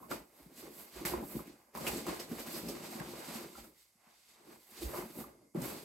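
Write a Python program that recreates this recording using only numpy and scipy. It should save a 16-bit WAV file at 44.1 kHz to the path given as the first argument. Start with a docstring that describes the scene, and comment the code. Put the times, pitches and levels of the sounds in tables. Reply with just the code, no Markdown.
"""Digging through foam packing peanuts

Hands stir loose foam peanuts in cardboard boxes on a wooden floor. Friction between the peanuts hisses,
their cells buckle with a crunch or a snap, and their impacts excite the low modes of the box walls.
Hands bump the boxes, the cardboard cracks, and pushes drive a thump from the floor.
A small room adds its reverberation and a faint steady tone of its own."""
import sys
import numpy as np
from scipy import signal
from scipy.fft import rfft, irfft, next_fast_len
from scipy.io import wavfile

SR = 44100
rng = np.random.default_rng(int(sys.argv[2]) if len(sys.argv) > 2 else 0)


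def master_out(mix):
    """Clip the mix to full scale and print it as 16-bit PCM to the path in sys.argv[1]."""
    frames = np.transpose(np.atleast_2d(mix))
    ceiling = np.clip(frames, -1, 1)
    pcm = np.round(ceiling * 32767).astype(np.int16)
    wavfile.write(sys.argv[1], SR, pcm)


N = 257544

# hand strokes: (peak time [s], rise [s], fall [s], hiss [dB], hiss brightness [dB], crunch [dB],
# patter [dB])
HAND_STROKES = [(0.03, 0.22, 0.28, -76, 10, -69, -56), (0.115, 0.021, 0.087, -48, -2, -43.5, -44.5),
                (0.19, 0.12, 0.13, -71.5, 3, -65.5, -64.5), (0.40, 0.18, 0.2, -69.5, 4, -67, -74),
                (0.51, .1, 0.14, -88, 1, -76, -66), (0.60, 0.1, .1, -57.5, 0, -64, -66),
                (0.67, 0.18, 0.13, -64, -2, -63, -55), (0.74, .08, .1, -64.5, 4, -69, -77),
                (0.804, 0.12, 0.11, -60, 8, -62, -58.5), (0.87, .1, 0.093, -67.5, -3, -67, -79),
                (0.974, .12, 0.29, -55.5, -3.5, -60, -60), (1.02, 0.055, 0.054, -71, -7, -65, -51),
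                (1.055, 0.0033, 0.11, -41.5, 3, -43.5, -49), (1.14, 0.13, 0.13, -61, -10, -47, -44.5),
                (1.236, 0.077, 0.054, -65, -9, -68, -42.5), (1.32, 0.14, 0.14, -61.5, 12, -60, -58),
                (1.366, 0.05, 0.08, -59.5, 6, -61, -43.5), (1.41, 0.053, 0.14, -66.5, -10, -60, -60),
                (1.49, .1, .12, -64.5, -10, -68, -63), (1.6, 0.18, 0.33, -80, 4, -69.5, -80),
                (1.755, 0.021, 0.23, -57.5, 2, -50.5, -58), (1.82, 0.052, 0.22, -53, -5, -66, -43.5),
                (1.875, 0.052, 0.084, -45, 0.5, -41, -49), (1.925, .06, .1, -48.5, -4, -61, -44),
                (1.98, .1, 0.1, -48, -3, -55, -45), (2.088, 0.058, 0.16, -48.5, -8.5, -47.5, -42.5),
                (2.15, 0.031, .1, -58, 1, -62, -61), (2.201, 0.023, 0.1, -49, -5.5, -54, -53),
                (2.315, 0.071, 0.13, -56.5, 2, -58.5, -45), (2.401, 0.085, 0.1, -49.5, -1, -52.5, -56),
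                (2.47, 0.021, 0.18, -53, 0, -57.5, -51), (2.53, 0.039, 0.11, -53, 3.5, -69, -63),
                (2.58, 0.13, 0.07, -49, 2, -54, -46.5), (2.695, 0.19, 0.15, -53.5, -2, -60, -47),
                (2.77, 0.2, 0.11, -56, -6, -58, -49), (2.85, .1, .1, -53.5, -7.5, -54, -56),
                (2.94, 0.17, 0.17, -55.5, -1.5, -53, -55), (3.004, 0.036, 0.099, -63, -13, -49.5, -50),
                (3.14, 0.61, 0.34, -55.5, -5.5, -58.5, -53.5), (3.22, .2, 0.42, -57, -3, -55.5, -63),
                (3.29, 0.11, 0.11, -53.5, -7, -53, -68), (3.35, 0.062, 0.18, -51, -2.5, -52, -53.5),
                (3.44, .1, 0.064, -61, -9, -67, -52), (3.59, .15, 0.11, -58.5, -3.5, -70, -59),
                (3.66, 0.1, 0.089, -73, 9, -72, -61), (3.80, 0.088, 0.15, -66.5, -2, -103, -99),
                (4.07, 0.16, 0.29, -77.5, -2, -69, -89), (4.2, 0.27, .2, -68.5, -10, -85, -94),
                (4.295, 0.11, 0.14, -64, -8, -80, -95), (4.4, 0.17, .15, -72.5, -10, -68, -81),
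                (4.52, 0.16, 0.13, -65, -2.5, -62.5, -63.5), (4.64, 0.14, .1, -70, 1, -80, -86),
                (4.73, 0.13, 0.27, -65.5, 5, -66, -78), (4.78, 0.07, 0.13, -53.5, -7, -64.5, -65.5),
                (4.829, 0.04, 0.097, -50, -1, -57.5, -48), (4.9, 0.11, .1, -64, 9.5, -64, -46.5),
                (4.976, .12, 0.13, -53, 4, -47.5, -45.5), (5.11, 0.055, .1, -63, 2, -71, -70),
                (5.203, .1, 0.088, -58.5, 8.5, -56, -46), (5.27, 0.087, 0.16, -72, -5, -65.5, -60),
                (5.43, 0.14, 0.11, -83, -5, -78, -63.5), (5.558, 0.013, 0.3, -63.5, 0, -53.5, -45.5),
                (5.647, 0.055, .2, -50, 3, -51.5, -46.5), (5.70, .06, 0.21, -62, -10, -58.5, -62),
                (5.76, 0.12, .2, -56, -6, -69, -53.5)]
# foam sliding on foam: (frequency [Hz], relative spectral density [dB])
HISS_SPECTRUM = [(2180, -12), (3700, -3.5), (4830, -2), (5110, -6), (6870, -8), (7860, -4.5), (9090, -12.5),
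                 (10400, -9), (12100, -3), (15100, -11), (15800, -12)]
# hollow foam favours two bands: (frequency [Hz], relative spectral density [dB])
CRUNCH_SPECTRUM = [(410, -14), (700, 2), (950, -1), (1120, -0.5), (1300, -5), (1550, -5.5), (1850, -8),
                   (2130, -4.5), (2400, -5.5), (2750, -5.5), (3500, -14), (5000, -13.5), (6500, -16),
                   (11000, -79)]
# modes of the box walls and the air inside: (frequency [Hz], level [dB], t60 [s])
BOX_MODES = [(135, -32, 0.049), (181.7, -2, 0.089), (225.7, 3.5, 0.096), (281.4, -4, 0.093),
             (356.7, 1.5, 0.079), (426, 0.5, 0.03), (558, 0.5, 0.036), (630, -2, 0.049), (759, -6, 0.069),
             (931, -8.5, 0.028), (1160, -2, 0.011)]
# foam giving way: (time [s], level [dB], pitch [Hz], treble level [dB], t60 [s])
FOAM_SNAPS = [(0.025, -50, 1090, -62, 0.14), (0.1115, -25, 1280, -47, 0.037), (0.572, -59, 2030, -52, 0.17),
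              (0.9921, -43, 935, -54, 0.039), (1.0513, -23, 2030, -46, 0.021), (1.075, -48, 620, -60, 0.31),
              (1.136, -27, 950, -54, 0.019), (1.226, -36.5, 910, -62, 0.054),
              (1.3911, -35, 1100, -52, 0.03), (1.4705, -50, 2250, -52, 0.044),
              (1.75, -55, 1030, -56, 0.047), (1.7715, -38, 1010, -44, 0.088),
              (1.8664, -26, 2660, -37, 0.052), (1.8746, -39, 2610, -32, 0.1), (1.97, -46, 7900, -65, 0.12),
              (2.0655, -41, 1110, -40, 0.056), (2.0842, -37, 1080, -47, 0.1),
              (2.1958, -42, 5200, -44, 0.082), (2.42, -47, 644, -65, 0.28), (2.463, -62, 1110, -41, 0.06),
              (2.54, -47, 5000, -55, 0.22), (2.684, -43, 5130, -40.5, 0.11),
              (2.9973, -34, 1710, -50, 0.028), (3.55, -52, 1283, -60, 0.14),
              (3.5767, -55, 1280, -60, 0.069), (3.575, -49.5, 762, -69.5, 0.085),
              (3.6398, -56, 1390, -54, 0.082), (3.7595, -72, 2080, -73, 0.19),
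              (4.9396, -39.5, 1110, -58, 0.11), (4.9712, -44, 1090, -61, 0.15),
              (5.239, -38.5, 1120, -60, 0.032), (5.5483, -51, 1150, -58, 0.041),
              (5.616, -53, 1130, -33.5, 0.047)]
# blows on the cardboard: (time [s], peak level [dB], wall pitch [Hz], t60 [s])
BOX_BUMPS = [(0.114, -37.5, 268, 0.082), (0.399, -52.5, 283, 0.065), (0.46, -46.5, 187, 0.053),
             (0.514, -50, 264, 0.052), (0.632, -42, 332, 0.1), (0.763, -53, 295, 0.047),
             (0.959, -45, 369, 0.14), (1.015, -40, 333, 0.035), (1.049, -33, 208, 0.029),
             (1.118, -37, 354, 0.047), (1.135, -31, 353, 0.058), (1.221, -39, 293, 0.092),
             (1.229, -55.5, 237, 0.094), (1.35, -30, 192, 0.064), (1.365, -30, 232, 0.022),
             (1.475, -42, 253, 0.053), (1.496, -44, 322, 0.036), (1.538, -53.5, 298, 0.047),
             (1.752, -42, 222, 0.14), (1.864, -41, 204, 0.073), (2.078, -50, 234, 0.14),
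             (2.312, -30.5, 239, 0.12), (2.57, -40.5, 230, 0.1), (2.658, -44, 175, 0.28),
             (2.827, -47, 196, 0.093), (2.884, -41, 316, 0.093), (2.95, -37.5, 246, 0.15),
             (3.002, -32.5, 186, 0.028), (3.282, -38, 248, 0.17), (3.35, -40, 224, 0.16),
             (3.688, -54, 316, 0.053), (3.951, -65, 201, 0.14), (4.068, -61, 199, 0.16),
             (4.471, -51, 307, 0.12), (4.718, -55, 227, 0.089), (4.818, -38, 342, 0.16),
             (4.934, -36.5, 600, 0.14), (5.1, -45, 330, 0.059), (5.182, -41.5, 217, 0.18),
             (5.549, -29, 327, 0.033), (5.571, -27.5, 178, 0.084), (5.597, -35, 259, 0.24),
             (5.605, -37.5, 131, 0.11), (5.745, -43, 304, 0.1)]
# dry cracks of the cardboard: (time [s], ring level [dB], pitch [Hz], tick level [dB])
CARDBOARD_CRACKS = [(0.111, -33, 1090, -47), (1.052, -24, 1900, -29), (1.751, -34, 1080, -41),
                    (1.868, -32, 2220, -33), (2.067, -29, 1080, -35), (3.001, -35, 1660, -43),
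                    (5.547, -50, 826, -51)]
# pushes that reach the floor: (time [s], level [dB])
FLOOR_PUSHES = [(0.116, -59), (0.188, -59), (0.44, -59), (0.974, -49.5), (1.06, -53), (1.11, -49),
                (1.165, -43), (1.37, -53), (1.5, -66), (1.79, -54), (1.9, -49.5), (2.07, -68), (2.32, -57),
                (2.36, -55), (2.4, -61), (2.68, -62), (2.79, -69), (3.02, -58), (3.07, -67), (3.6, -51.5),
                (3.64, -64), (4.73, -67), (4.855, -41), (4.99, -58), (5.21, -68), (5.27, -64), (5.6, -52),
                (5.68, -75)]
# likeness of left and right: (frequency [Hz], coherence [0 to 1])
COHERENCE = [(60, 1), (110, 0.89), (200, 1), (380, 0.85), (700, 0.5), (1290, 0.044), (2380, 0.54),
             (4400, 0.023), (8120, 0.95), (15000, 0.74)]
# balance of the channels: (frequency [Hz], left minus right [dB])
BALANCE = [(60, -2.5), (130, 3.5), (290, 0.5), (640, -1), (1410, 0), (3100, -1.5), (6820, -1.5),
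           (15000, -5.5)]
# room tone: (frequency [Hz], relative spectral density [dB])
ROOM_TONE_SPECTRUM = [(18, -53), (30, -29), (106, 7), (226, -30), (1150, -2.5), (1530, -47), (2100, 7),
                      (3540, -76), (4370, -2.5), (12200, -2.5), (15800, -37)]

HISS_SPLIT_HZ, CRUNCH_SPLIT_HZ, PATTER_SPLIT_HZ = 9530, 1756, 311
SWELL_DB, SWELL_ROUNDING = 20, 1.133   # rounding over 1: round tops, steep feet
ROOM_T60_S, EARLY_T60_S, REVERB_DB = 0.25, 0.067, -11.5


def rustle():
    """Each hand stroke drives friction, buckling and impact together; their sounds superpose."""
    times, rise, fall, hiss_peak, brightness, crunch_peak, patter_peak = np.transpose(HAND_STROKES)
    hiss_db, treble_db, crunch_db, patter_db = (
        swells(times, rise, fall, peak_db, rest_db=-95)
        for peak_db in (hiss_peak, hiss_peak + brightness, crunch_peak, patter_peak))
    crisp_db = -4 + 0.77 * (hiss_db - crunch_db)      # crisper where hiss outweighs crunch
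    light_db = 1.5 + 0.44 * (crunch_db - patter_db)   # lighter where crunch outweighs patter
    return hiss(hiss_db, treble_db - hiss_db) + crunch(crunch_db, crisp_db) + patter(patter_db, light_db)


def hiss(level_db, bright_db):
    """Sliding friction: dry foam skins slip on each other, each stroke with its own brightness."""
    slips = grains(per_s=14000, uneven_db=1.6, clump_db=1.13, clump_hz=30)
    return tilt(colour(slips, HISS_SPECTRUM), HISS_SPLIT_HZ, level_db, bright_db)


def crunch(level_db, crisp_db):
    """Buckling: foam cells collapse under the fingers, each emitting an impulse."""
    collapses = grains(per_s=2500, uneven_db=0.64, clump_db=1.4, clump_hz=28)
    return tilt(colour(collapses, CRUNCH_SPECTRUM), CRUNCH_SPLIT_HZ, level_db, crisp_db)


def patter(level_db, light_db):
    """Impact excitation: peanuts tumble against the walls, each mode struck by its own share of them."""
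    taps = grains(per_s=2700, uneven_db=2.58, clump_db=1.63, clump_hz=22)
    struck_mode = rng.integers(0, len(BOX_MODES), N)
    modes = sum(from_db(db) * rms_one(ring(taps * (struck_mode == k), hz, t60))
                for k, (hz, db, t60) in enumerate(BOX_MODES))
    return tilt(modes, PATTER_SPLIT_HZ, level_db, light_db)


def foam_snaps():
    """Transient resonance: a peanut gives way in decaying noise about its pitch, with a bright spray."""
    out, t = np.zeros(N + SR), np.arange(SR // 4) / SR
    for time, db, hz, treble_db, t60 in FOAM_SNAPS:
        ring_t60 = 7.6 / hz   # 7.6 cycles
        body = rms_one(ring(ring(rng.standard_normal(len(t)), hz, ring_t60), hz, ring_t60))
        spray = butterworth(rng.standard_normal(len(t)), 4500, "high", order=2)
        envelope = from_db(-60 * t / t60) * (1 - np.exp(-t / 0.0023))
        add_at(out, time, (from_db(db) * body + from_db(treble_db) * spray) * envelope)
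    return out[:N]


def box_bumps():
    """Modal response: a soft blow rings the wall it hits, and most strongly the modes near that pitch."""
    out, t = np.zeros(N + SR), np.arange(SR // 4) / SR
    mode_hz, mode_db, mode_t60 = np.transpose(BOX_MODES)[:, :, None]
    attack = 1 - np.exp(-t / 0.0033)
    for time, db, wall_hz, t60 in BOX_BUMPS:
        octaves_away = np.abs(np.log2(mode_hz / wall_hz))
        excited_db = mode_db + rng.normal(0, 5.5, mode_db.shape) - 21.8 * octaves_away
        ring_t60 = t60 * mode_t60 / mode_t60.max()
        modes = from_db(excited_db - 60 * t / ring_t60) * np.sin(2 * np.pi * mode_hz * t)
        wall = from_db(3.5 - 60 * t / t60) * np.sin(2 * np.pi * wall_hz * t)
        blow = (wall + modes.sum(axis=0)) * attack
        add_at(out, time, from_db(db) * blow / np.abs(blow).max())
    return butterworth(out[:N], 113, "high", order=4)   # the blows carry little sound below about 113 Hz


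def cardboard_cracks():
    """Sudden release of stress: a few cycles of free vibration under a short broadband tick."""
    out, t = np.zeros(N + SR), np.arange(SR // 20) / SR
    t60_cycles, tick_t60 = 13, 0.0063
    for time, db, hz, tick_db in CARDBOARD_CRACKS:
        knock = from_db(db - 60 * t * hz / t60_cycles) * np.sin(2 * np.pi * hz * t)
        tick = from_db(tick_db - 60 * t / tick_t60) * rng.standard_normal(len(t))
        add_at(out, time, knock + tick)
    return out[:N]


def floor_thumps():
    """Forced vibration: the floorboards answer the pushes in one low, narrow mode."""
    times, push_db = np.transpose(FLOOR_PUSHES)
    level_db = swells(times, rise=0.047, fall=0.032, peak_db=push_db, rest_db=-89.5)
    mode_hz, stage_bandwidth_hz = 62, 32
    t60 = np.log(1000) / (np.pi * stage_bandwidth_hz)
    boards = ring(ring(rng.standard_normal(N), mode_hz, t60), mode_hz, t60)
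    return from_db(level_db) * rms_one(boards)


def room(direct, scattered):
    """Reverberation: reflections differ at two microphones, so coherence and balance vary with pitch."""
    t, size = np.arange(SR // 2) / SR, next_fast_len(N + SR // 2)
    decays = from_db(-60 * t / [[ROOM_T60_S], [ROOM_T60_S], [EARLY_T60_S]])
    echoes = rng.standard_normal(decays.shape) * decays
    echoes /= np.linalg.norm(echoes, axis=1, keepdims=True)
    late_mid, late_side, early = rfft(echoes, size)
    mid = rfft(direct, size) * (1 + from_db(REVERB_DB) * late_mid)
    side = rfft(scattered, size) * (early + from_db(REVERB_DB) * late_side)
    coherence = np.clip(at_bins(COHERENCE, size), 0, 1)
    mid *= np.sqrt((1 + coherence) / 2)
    side *= np.sqrt((1 - coherence) / 2)
    lean = from_db(at_bins(BALANCE, size) / 2)
    return irfft(np.array([(mid + side) * lean, (mid - side) / lean]), size)[:, :N]


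def room_tone():
    """Stationary noise: the faint background of the room."""
    return from_db(-76.5) * colour(rng.standard_normal(N), ROOM_TONE_SPECTRUM)


def grains(per_s, uneven_db, clump_db, clump_hz):
    """Poisson process: impulses of uneven size, clumped by a slow drift in level."""
    sizes = from_db(uneven_db * np.minimum(rng.exponential(1, N), 5)) * rng.choice([-1, 1], N)
    occurs = rng.random(N) < per_s / SR
    return sizes * occurs * from_db(clump_db * drift(clump_hz))


def drift(hz):
    """Low-pass noise: a slow random fluctuation of unit rms."""
    pole = np.exp(-2 * np.pi * hz / SR)
    return rms_one(signal.lfilter([1], [1, -2 * pole, pole * pole], rng.standard_normal(N + SR))[SR:])


def swells(times, rise, fall, peak_db, rest_db):
    """Level in dB of swells adding in power; each is SWELL_DB down at its rise and fall times."""
    t = np.arange(0, N + 64, 64)[:, None] / SR
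    distance = np.where(t < times, (times - t) / rise, (t - times) / fall)
    swell_db = peak_db - SWELL_DB * distance ** SWELL_ROUNDING
    power = np.sum(from_db(swell_db) ** 2, axis=1) + from_db(rest_db) ** 2
    return np.interp(np.arange(N) / SR, t[:, 0], 10 * np.log10(power))


def ring(force, hz, t60):
    """Damped oscillator: a unit impulse starts a decaying sine of unit amplitude."""
    r, w = from_db(-60 / (t60 * SR)), 2 * np.pi * hz / SR
    return signal.lfilter([0, np.sin(w)], [1, -2 * r * np.cos(w), r * r], force + 1e-18)


def tilt(x, hz, level_db, upper_db):
    """Crossover at hz: the lower band stands at level_db, the upper band upper_db above it."""
    low, high = (rms_one(butterworth(x, hz, kind, order=4)) for kind in ("low", "high"))
    return from_db(level_db) * (low + from_db(upper_db) * high)


def colour(x, spectrum):
    """Spectral shaping: a white signal takes on this spectrum, at unit rms."""
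    size = next_fast_len(N)
    return rms_one(irfft(rfft(x, size) * from_db(at_bins(spectrum, size)), size)[:N])


def at_bins(table, size):
    """Interpolation in log frequency at the bins of a transform of this size."""
    bin_hz = np.maximum(np.arange(size // 2 + 1) * SR / size, 10)
    hz, values = np.transpose(table)
    return np.interp(np.log(bin_hz), np.log(hz), values)


def butterworth(x, hz, kind, order):
    return signal.sosfilt(signal.butter(order, hz, kind, fs=SR, output="sos"), x)


def add_at(out, time, sound):
    start = round(time * SR)
    out[start:start + len(sound)] += sound


def from_db(db):
    return 10 ** (np.asarray(db) / 20)


def rms_one(x):
    return x / np.sqrt(np.mean(x ** 2) + 1e-20)


def scene():
    """Superposition: rustle, blows and room tone add and are heard through the room."""
    blows = floor_thumps() + box_bumps() + foam_snaps() + cardboard_cracks()
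    direct = room_tone() + rustle() + blows
    # peanuts lie all over the box: independent grains make up what differs between the channels
    scattered = room_tone() + rustle() + blows
    return room(direct, scattered)


def record(dry):
    """Band limiting: the small microphones lose the deep bass, and the top is cut steeply."""
    thin = butterworth(dry, 47.6, "high", order=6)
    return signal.sosfilt(signal.ellip(12, 0.5, 80, 15800, fs=SR, output="sos"), thin)


dry = scene()
out = record(dry)
master_out(out)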